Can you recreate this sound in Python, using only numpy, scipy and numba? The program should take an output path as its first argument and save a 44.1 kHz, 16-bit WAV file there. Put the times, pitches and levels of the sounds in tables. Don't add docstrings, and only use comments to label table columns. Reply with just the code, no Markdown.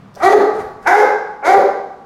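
import sys
import numpy as np
from scipy import signal
from scipy.fft import rfft, irfft
from scipy.io import wavfile
from scipy.ndimage import uniform_filter1d, minimum_filter1d
from numba import njit

SR = 44100
rng = np.random.default_rng(int(sys.argv[2]) if len(sys.argv) > 2 else 0)


def bounce(signal):
    frames = np.transpose(np.atleast_2d(signal))
    limited = np.clip(frames, -1, 1)
    pcm = np.round(limited * 32767).astype(np.int16)
    wavfile.write(sys.argv[1], SR, pcm)


N = 90405
TIME_S = np.arange(N) / SR
LOG_FREQ = np.log(np.fft.rfftfreq(N, 1 / SR) + 1)


def undb(db):
    return 10 ** (np.asarray(db) / 20)


def unit(x):
    return x / np.sqrt(np.mean(x ** 2) + 1e-18)


def noise(spectrum):
    hz, db = np.array(spectrum, float).T
    shape = undb(np.interp(LOG_FREQ, np.log(hz), db))
    return unit(irfft(rfft(rng.standard_normal(N)) * shape, N))


def wander(hz):
    return unit(signal.sosfilt(signal.butter(2, hz, fs=SR, output="sos"), rng.standard_normal(N)))


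def ramp(start_s, length_s):
    return np.clip((TIME_S - start_s) / length_s, 0, 1)


def swell(at_s, sigma_s, db):
    return undb(db) * np.exp(-.5 * ((TIME_S - at_s) / sigma_s) ** 2)


@njit
def bandpass(x, hz, width_hz):
    y, band_state, low_state = np.empty(len(x)), 0., 0.
    for i in range(len(x)):
        g, damping = np.tan(np.pi * hz[i] / SR), width_hz / hz[i]
        band = (band_state + g * (x[i] + 1e-18 - low_state)) / (1 + g * (g + damping))
        band_state = 2 * band - band_state
        low_state += 2 * g * band
        y[i] = damping * band
    return y


def resonance(x, hz, width_hz):
    hz, width_hz = hz * np.ones(N), float(width_hz)
    return bandpass(bandpass(x, hz, width_hz), hz, width_hz)


# (frequency [Hz], level [dB])
FLOOR_SPECTRUM = [(25, -16.5), (60, -6.5), (100, -12), (190, -1), (320, -7), (1200, -10.5), (2200, -27.5),
                  (5000, -33.5), (9000, -44), (16000, -54)]
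RUMBLE_SPECTRUM = [(50, -19), (110, 1), (190, 3), (320, -30), (1200, -23.5), (2500, -28.5), (6000, -48),
                   (15000, -60)]

def background(floor_db=-46, rumble_db=-40.5, fade_s=0.21):
    floor = undb(floor_db) * noise(FLOOR_SPECTRUM)
    return floor + undb(rumble_db) * np.exp(-TIME_S / fade_s) * noise(RUMBLE_SPECTRUM)


# (frequency [Hz], t60 [s], level [dB])
ROOM_BANDS = [(120, 1, 7), (248, 0.96, 2), (370, 0.63, 4.5), (523, 0.72, 7), (760, .88, -3),
              (1390, 0.84, -2), (2380, 0.72, -2.5), (4370, 0.75, -1), (8700, 0.65, -7.5),
              (14700, 0.47, 3.5)]
ROOM_MODES = [(374, 2.2, 5.5), (416, 0.58, 3), (438, 1, 6), (512, 0.57, 7), (579.3, 0.41, 9),
              (717.4, 0.23, 1.5), (826, 0.94, 3.5), (832, 0.81, 3), (1140, 2, 10)]

def room(x, tail_db=-0.5, build_s=0.023, early_db=-4.5, early_s=0.023, echoes_per_s=900):
    band_hz, band_t60_s, band_db = np.array(ROOM_BANDS, float).T
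    white = rfft(rng.standard_normal(N))
    tail = np.zeros(N)
    for weights, t60_s, db in zip(np.eye(len(band_hz)), band_t60_s, band_db):
        band = irfft(white * np.interp(LOG_FREQ, np.log(band_hz), weights), N)
        tail += undb(db) * band * undb(-60 * TIME_S / t60_s)
    tail *= 1 - np.exp(-TIME_S / build_s)
    early = rng.standard_normal(N) * (rng.random(N) < echoes_per_s / SR) * np.exp(-TIME_S / early_s)
    response = (undb(tail_db) * unit(tail) + undb(early_db) * unit(early)) / np.sqrt(N)
    for hz, t60_s, db in ROOM_MODES:
        rate = np.log(1000) / t60_s
        response += undb(db) * 2 * rate / SR * np.exp(-rate * TIME_S) * np.sin(2 * np.pi * hz * TIME_S)
    return x + signal.fftconvolve(x, response)[:N]


# (time [s], sigma [s], level [dB])
THUDS = [(.255, .008, -35), (.305, .008, -35), (.385, .012, -40), (.9, .035, -44), (1.485, .015, -46),
         (1.585, .018, -39)]
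# (frequency [Hz], level [dB])
THUD_SPECTRUM = [(25, -7), (90, 0), (170, -3), (400, -24), (1500, -60)]

def thuds():
    return sum(swell(*thud) for thud in THUDS) * noise(THUD_SPECTRUM)


# (time [s], level [dB])
TICKS = [(0.142, -51), (0.151, -41.5), (.157, -39.5), (0.828, -48.5)]
# (time [s], sigma [s], level [dB])
SCUFFS = [(0.205, 0.026, -38.5), (0.531, 0.014, -66), (0.559, 0.015, -36.5), (0.605, 0.014, -32.5),
          (0.85, 0.027, -43)]
# (frequency [Hz], level [dB])
TICK_SPECTRUM = [(1500, -24), (5000, 3), (8000, -7.5), (15000, -13)]
SCUFF_SPECTRUM = [(300, 3.5), (1600, 6), (3000, -14.5), (5000, -16), (9000, -19), (15000, -32.5)]

def paws(tick_s=0.0023):
    ticks = sum(undb(db) * (TIME_S >= at_s) * np.exp(-abs(TIME_S - at_s) / tick_s) for at_s, db in TICKS)
    scuffs = sum(swell(*scuff) for scuff in SCUFFS)
    return ticks * noise(TICK_SPECTRUM) + scuffs * noise(SCUFF_SPECTRUM)


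# (time [s], sigma [s], level [dB])
CATCH = (.172, .004, -31)

def throat_catch():
    return swell(*CATCH) * unit(resonance(rng.standard_normal(N), hz=690, width_hz=300))


# (frequency [Hz], level [dB])
RASP_SPECTRUM = [(150, -48), (1500, -16), (2800, 0.5), (3400, 3), (4000, 2.5), (4400, -3.5), (5000, 1),
                 (5700, -2), (6300, 3), (7200, -1), (7900, -7.5), (10000, -5.5), (13000, -13.5),
                 (16000, -20)]

def rasp(rasp_db, hiss_hz, hiss_width_hz, hiss_db):
    broad = undb(rasp_db) * noise(RASP_SPECTRUM)
    return broad + undb(hiss_db) * unit(resonance(rng.standard_normal(N), hiss_hz, hiss_width_hz))


CLOSING_DB = [9, 0, -11, -0.5, -24]

def vocal_tract(source, formants, shut, sag=0.023, band_hz=(200, 2450)):
    voiced = sum(undb(db + change_db * shut) * resonance(source, hz * (1 - sag * shut), width_hz)
                 for (hz, width_hz, db), change_db in zip(formants, CLOSING_DB))
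    return signal.sosfilt(signal.butter(6, band_hz, "bandpass", fs=SR, output="sos"), voiced)


def vocal_folds(pitch_hz, rough, jitter=.085, shimmer=1.1, subharmonic=.45, wander_hz=160):
    pitch_hz = pitch_hz * (1 + jitter * rough * wander(wander_hz))
    phase = 2 * np.pi * np.cumsum(pitch_hz) / SR
    pulses = sum(np.cos(k * phase) for k in range(1, 13))
    pulses *= 1 + rough * (shimmer * wander(wander_hz) + subharmonic * np.cos(phase / 2))
    puffs = unit(1 + 0.51 * np.cos(phase))
    breath = rough * np.sqrt(rough * SR / pitch_hz) * puffs * rng.standard_normal(N)
    return pulses + breath, puffs


# (time [s], pitch [Hz], level [dB])
VOICE_1 = [(.198, 250, -15), (.216, 280, -12), (.231, 335, -1), (.25, 372, 3), (.28, 396, 1),
           (.312, 378, 0), (.338, 426, 0), (.38, 428, -7)]
VOICE_2 = [(0.849, 225, -22.5), (0.861, 276.9, -5), (.875, 306, 12), (0.887, 361.5, 8.5),
           (0.903, 372.6, 0.5), (0.927, 409.5, -2.5), (0.963, 417.2, 5), (1.003, 420.5, 1),
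           (1.05, 409.7, -11.5)]
VOICE_3 = [(1.424, 255.2, -16), (1.45, 293.2, -3), (1.472, 340.3, 1), (1.493, 374.6, -1),
           (1.513, 394.2, -3), (1.55, 395.6, -3), (1.578, 396.9, -4), (1.63, 394.3, -26.5)]
# (frequency [Hz], width [Hz], gain [dB])
FORMANTS_1 = [(400.5, 170, -2.5), (719, 277, 5), (1210, 188, 4), (1900, 200, -7), (2260, 80, -8)]
FORMANTS_2 = [(513, 241, -5.5), (793, 225, 3.5), (1510, 240, 0), (2057, 157, -7.5), (2129, 156, -11)]
FORMANTS_3 = [(539, 325, -0.5), (735, 245, 5.5), (1393, 260, -1), (1946, 133, -7.5), (2136, 119, 0)]
# (voice break [s], closing start [s], closing length [s],
# rasp level [dB], hiss centre [Hz], hiss width [Hz], hiss level [dB])
ARTICULATION = [(0.258, 0.25, 0.089, -22, 4130, 900, -25), (.915, 0.963, 0.071, -25.5, 5290, 1650, -29.5),
                (1.498, 1.531, 0.027, -22.5, 4400, 2250, -26)]

def barks(level_db=-13, attack_s=0.0052, relax_s=0.0097, rasp_rise_s=0.03, rasp_closing_db=-3):
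    voices, throats = (VOICE_1, VOICE_2, VOICE_3), (FORMANTS_1, FORMANTS_2, FORMANTS_3)
    sound = np.zeros(N)
    for voice, formants, articulation in zip(voices, throats, ARTICULATION):
        break_s, closing_at_s, closing_s, *rasp_settings = articulation
        at_s, hz, db = np.array(voice, float).T
        gate = ramp(at_s[0] - attack_s / 2, attack_s) * (1 - ramp(at_s[-1], relax_s))
        effort = undb(np.interp(TIME_S, at_s, db)) * gate
        rough = .2 + .25 * ramp(break_s, length_s=.035)
        shut = ramp(closing_at_s, closing_s)
        source, puffs = vocal_folds(np.interp(TIME_S, at_s, hz), rough)
        airflow = effort * puffs * ramp(at_s[0], rasp_rise_s) ** 2 * undb(rasp_closing_db * shut)
        sound += vocal_tract(effort * source, formants, shut) + airflow * rasp(*rasp_settings)
    return undb(level_db) * sound


def scene():
    bed = thuds() + background()
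    dog = barks() + throat_catch() + paws()
    return (bed + room(dog))[None]


@njit
def peak_hold(peaks, decay):
    envelope, held = np.empty(len(peaks)), 0.
    for i in range(len(peaks)):
        held = max(peaks[i], held * decay)
        envelope[i] = held
    return envelope


def record(dry, ceiling=0.99, release_s=.07, lookahead_s=.003, top_hz=15900):
    window = int(lookahead_s * SR)
    envelope = peak_hold(np.abs(dry[0]), np.exp(-1 / (release_s * SR)))
    gain = np.minimum(1, ceiling / (envelope + 1e-9))
    gain = uniform_filter1d(minimum_filter1d(gain, window), window)
    return signal.sosfilt(signal.ellip(10, .1, 80, top_hz, fs=SR, output="sos"), dry * gain)


dry = scene()
out = record(dry)
bounce(out)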